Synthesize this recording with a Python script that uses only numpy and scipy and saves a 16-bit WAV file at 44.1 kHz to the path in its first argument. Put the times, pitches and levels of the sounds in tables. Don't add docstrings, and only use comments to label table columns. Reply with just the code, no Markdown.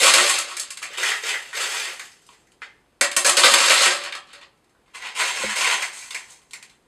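import sys
import numpy as np
from scipy import signal
from scipy.fft import rfft, irfft
from scipy.io import wavfile
from scipy.ndimage import uniform_filter1d

SR = 44100
rng = np.random.default_rng(int(sys.argv[2]) if len(sys.argv) > 2 else 0)


def put_to_file(sound):
    columns = np.atleast_2d(sound).T
    safe = np.clip(columns, -1, 1)
    whole_steps = np.round(safe * 32767)
    wavfile.write(sys.argv[1], SR, whole_steps.astype(np.int16))


def ratio(d):
    e = np.asarray(d, float) / 20
    return 10 ** e


N = 302967

# (frequency [Hz], spectral density [dB per Hz])
TANK_COLOUR = [(140, -49.5), (230, -32.5), (330, -18), (520, -8), (680, -11.5), (900, -13), (1150, 0.5),
               (1500, -5.5), (2000, -0.5), (4650, -4.5), (5740, -9.5), (7720, -7.5), (10000, -15),
               (15000, -40)]
LEVEL_BOWL_COLOUR = [(140, -54.5), (230, -20), (430, -11.5), (680, -14), (964, -9.5), (1910, -5.5),
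                     (2520, -3.5), (4600, -10.5), (5740, -16), (7860, -17), (15000, -42)]
TILTED_BOWL_COLOUR = [(140, -63.5), (230, -28.5), (420, -17), (838, -13.5), (1020, -6.5), (1230, -14.5),
                      (2150, -4.5), (2520, -7), (4300, -11), (5740, -18), (8140, -20), (15000, -45.5)]
# (frequency [Hz], peak height [dB], t60 [s])
TANK_MODES = [(209, -4, .3), (361, 2, .15), (573, 13, .15), (987, 6, .15), (1042, 5, .12), (1133, 6, .12),
              (1190, 8, .12), (1230, 4, .1), (1371, 4, .1), (1643, 4, .1), (1765, 1, .1), (1932, 3, .08)]
LEVEL_BOWL_MODES = [(352, -2.5, 0.056), (491, -16.5, 0.1), (1010, -1, .08), (1880, -3.5, .03),
                    (1985, 3, 0.2), (2110, 9.5, 0.08), (2635, -8.5, 0.066)]
TILTED_BOWL_MODES = [(217, 2.5, 0.416), (430, -3, 0.38), (531, -10, 0.16), (773, -36, 0.16),
                     (983, -14, 0.18), (1073, 1, 0.14), (2090, -11.5, 0.066), (2210, -3.5, 0.018),
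                     (348, -8, 0.081), (2660, -43, 0.15), (3150, -7, 0.051)]
WALL_CUT_HZ = 257.4
BOOM_HZ, CLINK_HZ = 900, 5500

# (start [s], length [s], force at start [dB], force at end [dB], stone clink re wall rattle [dB])
TANK_SURGES = [(-.02, 0.11, -13, -13, -3), (.135, 0.24, -14.5, -22, -4), (.44, 0.23, -34, -43, -7.5),
               (.82, 0.0072, -35, -35, -4), (3.19, .03, -28, -33.5, 3.5), (3.252, 0.0086, -14, -14, -3.5),
               (3.372, 0.033, -8, -23, -5.5), (3.442, 0.01, -6.5, -12, -4), (3.4, 0.045, -19.5, -21, 1),
               (3.45, 0.39, -16.5, -13.5, -6.5), (3.69, 0.073, -12, -28, -7),
               (3.865, 0.048, -21, -24, -7.5), (3.96, 0.084, -37.5, -30, -27),
               (4.126, 0.015, -44.5, -41.5, -11), (4.24, 0.062, -57.5, -47, -19),
               (4.335, 0.037, -39, -53, -16), (4.418, 0.033, -39, -57, -23.5)]
LEVEL_BOWL_SURGES = [
    (.9, 0.099, -36.5, -36, -12),
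    (.975, 0.12, -26, -21.5, -6),
    (1.23, 0.083, -26.5, -24, -6.5),
    (1.44, 0.11, -41.5, -48.5, -15),
    (1.535, 0.039, -31.5, -23.5, -5),
    (1.59, 0.22, -27, -26.5, -4),
    (1.79, 0.1, -44, -30.5, -6.5),
    (1.998, 0.023, -34, -46.5, -2),
    (2.29, 0.039, -62, -55.5, -4),
    (2.628, 0.015, -33.5, -48, -14.5),
]
TILTED_BOWL_SURGES = [(4.86, 0.079, -62, -63, -9), (4.944, 0.021, -36.5, -39.5, -6.5),
                      (5.001, 0.054, -42.5, -29, -13), (5.15, 0.04, -33, -20.5, -6.5),
                      (5.2, 0.32, -25, -29, -6), (5.558, 0.026, -25.5, -22.5, -2.5),
                      (5.609, 0.1, -20.5, -18.5, -8), (5.75, 0.063, -33.5, -27.5, -6.5),
                      (5.93, .11, -43.5, -44.5, 4), (6.106, 0.014, -42, -41, 1),
                      (6.15, 0.021, -32.5, -40.5, -5), (6.28, 0.076, -52.5, -56, 1),
                      (6.536, 0.019, -42, -51.5, -1.5), (6.63, 0.11, -55, -66, -7.5)]
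RISE_DB_PER_S, SETTLE_CLINK_DB = 1999.5, 7
CUSHION_MOST_DB = 14
TANK_DROP_DB_PER_S, TANK_SETTLE_DB, TANK_SETTLE_DB_PER_S = 195, -21, 77
TANK_BOOM_DB, TANK_CUSHION_DB_PER_S = -7.5, 38.5
BOWL_DROP_DB_PER_S, BOWL_SETTLE_DB, BOWL_SETTLE_DB_PER_S = 192.5, -17, 51
BOWL_BOOM_DB, BOWL_CUSHION_DB_PER_S = -13, 18

# (time [s], peak level [dB], clink re peak [dB], struck patch of wall [Hz])
ON_BARE_FLOOR = [
    (0.2967, -3.5, 5.5, 3140),
    (3.0102, 6.5, -0.5, 1930),
    (3.1652, 2.5, 4, 1980),
    (3.246, 1, -0.5, 1940),
    (3.3687, 1.5, 3, 4550),
    (3.702, 5.5, -12, 2600),
    (3.8082, 6, -10.5, 1180),
    (3.8576, 2.5, -5.5, 2540),
]
ON_LAYER = [(0.0684, 7, -9.5, 1245), (0.093, -3, -7, 4130), (0.1371, 5.5, 1, 4510),
            (0.1837, 3.5, -19, 1960), (0.3855, -11, 8.5, 1187), (0.514, -16.5, -6, 1976),
            (0.5673, -13, 6, 2110), (0.5969, -24.5, 21, 4410), (0.7048, -19, 8, 2850),
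            (0.7721, -20.5, 5, 3420), (3.0433, -5.5, -0.5, 4490), (3.1144, -12.5, 2.5, 3210),
            (3.2625, -7, 11.5, 1200), (3.2944, 4, 0, 997), (3.4351, 14, -21, 1188),
            (3.5389, 10.5, -4.5, 1102), (4.0375, -16, -1, 2310), (4.0608, -14, -25, 2560),
            (4.1228, -10, -13, 3160), (4.1505, -9, -12, 1210), (4.3066, -34, -20, 2230),
            (4.3316, -25, -1.5, 2920), (4.4134, -30.5, -10, 2430)]
IN_LEVEL_BOWL = [(0.8183, -19.5, -8, 1140), (0.8544, -21, -18, 2520), (0.9336, -20, 1, 2090),
                 (0.9818, -15.5, -7, 2050), (1.0311, -2, -2, 2090), (1.1144, -3, -20, 2010),
                 (1.5773, -20, -16, 1880), (1.9955, -15.5, 1, 2300), (2.2654, -51, 20.5, 5600),
                 (2.2897, -25, -27, 1023), (2.4694, -48, 8, 2010), (2.5192, -47.5, 10, 2980),
                 (2.7697, -56.5, -10, 1980)]
IN_TILTED_BOWL = [(4.572, -59.5, 10.5, 2330), (4.642, -59.5, 13.5, 2520), (4.694, -57, 12.5, 2400),
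                  (4.7494, -46, -16, 1530), (4.879, -39.5, -21, 1510), (4.947, -25.5, 0.5, 2080),
                  (5.4928, -12, -24, 1880), (5.8227, -8.5, 1, 2310), (6.0215, -23, -13, 2460),
                  (6.107, -18, 5, 3240), (6.5095, -35, 9, 3740), (6.5338, -24.5, 11.5, 2210),
                  (6.6268, -29.5, 8.5, 2360), (6.6955, -38, 6, 3690)]
ON_BOWL_BOTTOM = [
    (0.828, -13, 3, 2250),
    (1.234, -20, -13.5, 2100),
    (1.34, -8, -11.5, 2040),
    (1.5302, -14, -8.5, 1940),
    (2.6189, -14, -20, 2046),
    (5.0204, -21.5, -2, 1835),
    (5.1755, -17.5, -10.5, 1900),
    (6.1459, -11.5, 3, 2280),
]
BARE_BOOM_DB, LAYER_BOOM_DB, BOWL_BLOW_BOOM_DB, BOTTOM_BOOM_DB = -8.5, -26.5, -26.5, -13.5
TANK_CLUSTER_MS, BOWL_CLUSTER_MS = 4.1, 2.5

# (frequency [Hz], t60 [s])
ROOM_DECAY = [(250, 0.6), (1000, 0.38), (4000, 0.29), (12000, 0.15)]
# (delay [ms], gain [ratio])
ECHOES = [(1.3, 0.51), (3.1, 0.88), (5.4, 1), (8.2, -0.87), (13.5, -.4), (23.5, -0.29)]

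# (frequency [Hz], spectral density [dB per Hz])
HISS_COLOUR = [(18, -31.5), (30, -8), (415, -5.5), (485, -7), (629, -13), (716, -10), (5730, -26),
               (9390, -27), (15000, -39.5)]
HISS_DB, HUM_HZ, HUM_DB = -66.5, 49, -83.5

TILT_S = 4
# (time [s], level [dB])
BUMPS = [
    (5.398, -34),
    (5.436, -19),
]
# (frequency [Hz], level [dB], t60 [s])
BUMP_MODES = [(54.6, -29, 0.25), (130, -31, .2), (210.7, -19, 0.6), (232, -27, .3), (344, -11, 0.079),
              (425, -6, 0.05), (480, -20, .25), (525, 2, 0.05)]
BUMP_RISE_CYCLES, GRIP_S, GRIP_DB_PER_S = 2.4, 5.528, 898.5

# (frequency [Hz], width [Hz], depth [0-1])
HOUSING = [(5690, 410, 1), (6960, 230, 0.96)]
EDGE_HZ = 14100


def unit(x):
    return x / np.linalg.norm(x, axis=-1, keepdims=True)


def read(points, hz):
    f, value = np.transpose(points)
    return np.interp(np.log(hz + 1), np.log(f + 1), value)


def causal(db):
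    full_circle = np.r_[db, db[-2:0:-1]]
    log_gain = np.log(ratio(np.maximum(full_circle, -100)))
    return np.fft.ifft(np.exp(signal.hilbert(log_gain).conj())).real


def surges(rows, drop_db_per_s, settle_db, settle_db_per_s, boom_db, cushion_db_per_s):
    t, power = np.arange(0, N + 64, 64) / SR, 1e-12
    for start, length, first_db, last_db, clink_db in rows:
        end = start + length
        after = np.maximum(t - end, 0)
        held_db = np.interp(t, [start, end], [first_db, last_db])
        held_db = held_db - RISE_DB_PER_S * np.maximum(start - t, 0)
        drop = ratio(held_db - drop_db_per_s * after) ** 2
        settle = ratio(held_db + settle_db - settle_db_per_s * after) ** 2
        cushion_db = np.clip(cushion_db_per_s * (t - start), 0, CUSHION_MOST_DB)
        clink = ratio(clink_db) ** 2 * (drop + settle * ratio(SETTLE_CLINK_DB) ** 2)
        boom = drop * ratio(boom_db - cushion_db) ** 2
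        power = power + np.array([drop + settle, clink, boom])
    return np.array([np.interp(np.arange(N) / SR, t, 10 * np.log10(p)) for p in power])


def stream(force_db, per_s, spread_db, dense_db, thinning):
    draw = rng.random(N)
    hard = ratio(spread_db * np.minimum(rng.exponential(1, N), 5))
    hard *= rng.choice([-1, 1], N) / np.sqrt(np.mean(hard ** 2))
    chance = per_s / SR * ratio(thinning * np.minimum(force_db[0] - dense_db, 0))
    return ratio(force_db) * (draw < chance) / np.sqrt(chance) * hard


def blows(rows, boom_db, cluster_ms, lift_db, patch, cycles, count=4):
    out, t = np.zeros((3, N + SR)), np.arange(500) / SR
    draws = rng.random((len(rows), 2, count))
    for (s, db, clink_db, hz), (late, size) in zip(rows, draws):
        tick = np.tile(t == 0, (3, 1)).astype(float)
        patch_ring = unit(np.exp(-hz * t / cycles) * np.sin(2 * np.pi * hz * t))
        tick[0] = unit(tick[0] + patch * patch_ring)
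        tick *= ratio(db + lift_db + np.array([[0], [clink_db], [boom_db]]))
        delay_s = cluster_ms / 1000 * late * np.sign(np.arange(count))
        at = np.round((s + delay_s) * SR).astype(int)
        forces = unit((.4 + size) * (-.45) ** np.arange(count))
        for i, force in zip(at, forces):
            out[:, i:i + len(t)] += force * tick
    return out[:, :N]


def vessel(colour, modes):
    t = np.arange(16384) / SR
    both = unit(causal(read(colour, np.fft.rfftfreq(len(t), 1 / SR))))
    ring = 0
    for hz, db, t60 in modes:
        height = ratio(db) * 2 * np.log(1000) / (t60 * SR)
        ring = ring + height * ratio(-60 * t / t60) * np.sin(2 * np.pi * hz * t)
    both = signal.sosfilt(signal.butter(6, WALL_CUT_HZ, "high", fs=SR, output="sos"), both + ring)
    cuts = ([BOOM_HZ, CLINK_HZ], "band"), (CLINK_HZ, "high"), (BOOM_HZ, "low")
    bands = [signal.sosfilt(signal.butter(3, *c, fs=SR, output="sos"), both) for c in cuts]
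    return unit(np.array(bands))


def pebbles(force, clear, body, contact_t60, count=8):
    t, kind = np.arange(300) / SR, rng.integers(0, count, N)
    contacts = unit(rng.standard_normal((count, len(t))) * ratio(-60 * t / contact_t60))
    rough = 0
    for k, contact in enumerate(contacts):
        rough = rough + signal.oaconvolve(force[:2] * (kind == k), contact[None], axes=1)[:, :N]
    excitation = np.r_[rough, force[2:]] + clear
    return signal.oaconvolve(excitation, body, axes=1)[:, :N].sum(0)


def tank():
    fall = surges(TANK_SURGES, TANK_DROP_DB_PER_S, TANK_SETTLE_DB, TANK_SETTLE_DB_PER_S,
                  TANK_BOOM_DB, TANK_CUSHION_DB_PER_S)
    force = ratio(-4.0) * stream(fall, per_s=1800, spread_db=3.67, dense_db=-30, thinning=0.54)
    strike = dict(cluster_ms=TANK_CLUSTER_MS, lift_db=5.8, patch=0.44, cycles=0.43)
    clear = blows(ON_BARE_FLOOR, BARE_BOOM_DB, **strike) + blows(ON_LAYER, LAYER_BOOM_DB, **strike)
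    return pebbles(force, clear, vessel(TANK_COLOUR, TANK_MODES), contact_t60=0.0011)


def hiss():
    noise = irfft(rfft(rng.standard_normal(N)) * ratio(read(HISS_COLOUR, np.fft.rfftfreq(N, 1 / SR))), N)
    waver = 1 + 0.17 * np.sqrt(N) * unit(uniform_filter1d(rng.standard_normal(N), 4000))
    hum = ratio(HUM_DB) * np.sqrt(2) * waver * np.sin(2 * np.pi * HUM_HZ * np.arange(N) / SR)
    return ratio(HISS_DB) * np.sqrt(N) * unit(noise) + hum


def answer(echo_db, scatter_db, tail_db, scatter_t60=0.11):
    taps = np.zeros(SR // 2)
    at = np.arange(20, len(taps) - 20, 20)
    taps[at + rng.integers(0, 20, len(at))] = rng.choice([-1., 1.], len(at))
    hz, t, z = signal.stft(taps, SR, nperseg=256)
    decay = ratio(-60 * t / read(ROOM_DECAY, hz)[:, None])
    out = ratio(tail_db) * unit(signal.istft(z * decay, SR, nperseg=256)[1])
    scatter = unit(taps * ratio(-60 * np.arange(len(taps)) / SR / scatter_t60))
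    out[:len(taps)] += ratio(scatter_db) * scatter
    out[0] += 1
    for (ms, share), shift in zip(ECHOES, rng.uniform(.93, 1.2, len(ECHOES))):
        out[round(ms * shift * SR / 1000)] += ratio(echo_db) * share
    return unit(out)


def evened(path, span_hz):
    size = 2 ** 15
    power = uniform_filter1d(abs(rfft(path, size)) ** 2, max(round(span_hz * size / SR), 1))
    inverse = causal(-10 * np.log10(power))[:4096]
    return unit(signal.fftconvolve(path, inverse)[:len(path)])


def room(x, echo_db, scatter_db, tail_db, turns_per_s=4.5, count=3):
    turn = 2 * np.pi * turns_per_s * np.arange(N) / SR
    out = 0
    for k in range(count):
        share = np.sqrt(2 / count) * np.cos(turn + np.pi * k / count)
        path = evened(answer(echo_db, scatter_db, tail_db), span_hz=55)
        out = out + signal.fftconvolve(x * share, path)[:N]
    return out


def bowl():
    stir = surges(LEVEL_BOWL_SURGES + TILTED_BOWL_SURGES, BOWL_DROP_DB_PER_S, BOWL_SETTLE_DB,
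                  BOWL_SETTLE_DB_PER_S, BOWL_BOOM_DB, BOWL_CUSHION_DB_PER_S)
    force = ratio(-2.5) * stream(stir, per_s=2800, spread_db=4.0, dense_db=-41.0, thinning=0.5)
    strike = dict(cluster_ms=BOWL_CLUSTER_MS, lift_db=3.35, patch=0.9, cycles=1.5)
    clear = blows(IN_LEVEL_BOWL + IN_TILTED_BOWL, BOWL_BLOW_BOOM_DB, **strike)
    clear = clear + blows(ON_BOWL_BOTTOM, BOTTOM_BOOM_DB, **strike)
    tilted = np.arange(N) > TILT_S * SR
    level_body = vessel(LEVEL_BOWL_COLOUR, LEVEL_BOWL_MODES)
    tilted_body = vessel(TILTED_BOWL_COLOUR, TILTED_BOWL_MODES)
    level_sound = pebbles(force * ~tilted, clear * ~tilted, level_body, contact_t60=0.0042)
    return level_sound + pebbles(force * tilted, clear * tilted, tilted_body, contact_t60=0.0042)


def bumps():
    t, out, ring = np.arange(SR // 2) / SR, np.zeros(N), 0
    for hz, db, t60 in BUMP_MODES:
        rise = np.minimum(t * max(hz, 200) / BUMP_RISE_CYCLES, 1)
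        ring = ring + ratio(db - 60 * t / t60) * np.sin(2 * np.pi * hz * t) * rise
    for s, db in BUMPS:
        grip_db = GRIP_DB_PER_S * np.maximum(s + t - GRIP_S, 0)
        out[round(s * SR):][:len(t)] += ratio(db - grip_db) * ring
    return out


def scene():
    vessels = room(tank() + bowl(), echo_db=-1.5, scatter_db=7.5, tail_db=2.5)
    return (vessels + bumps() + hiss())[None]


def low_pass(x):
    return signal.sosfilt(signal.butter(12, 15590, fs=SR, output="sos"), x)


def record(dry):
    x = dry
    for hz, width, depth in HOUSING:
        x = x - depth * signal.lfilter(*signal.iirpeak(hz, hz / width, SR), x)
    x = signal.sosfilt(signal.butter(6, EDGE_HZ, fs=SR, output="sos"), x)
    x = 1.473 * np.tanh(x / 1.033)
    return low_pass(np.clip(x, -1, 1))


dry = scene()
out = record(dry)
put_to_file(out)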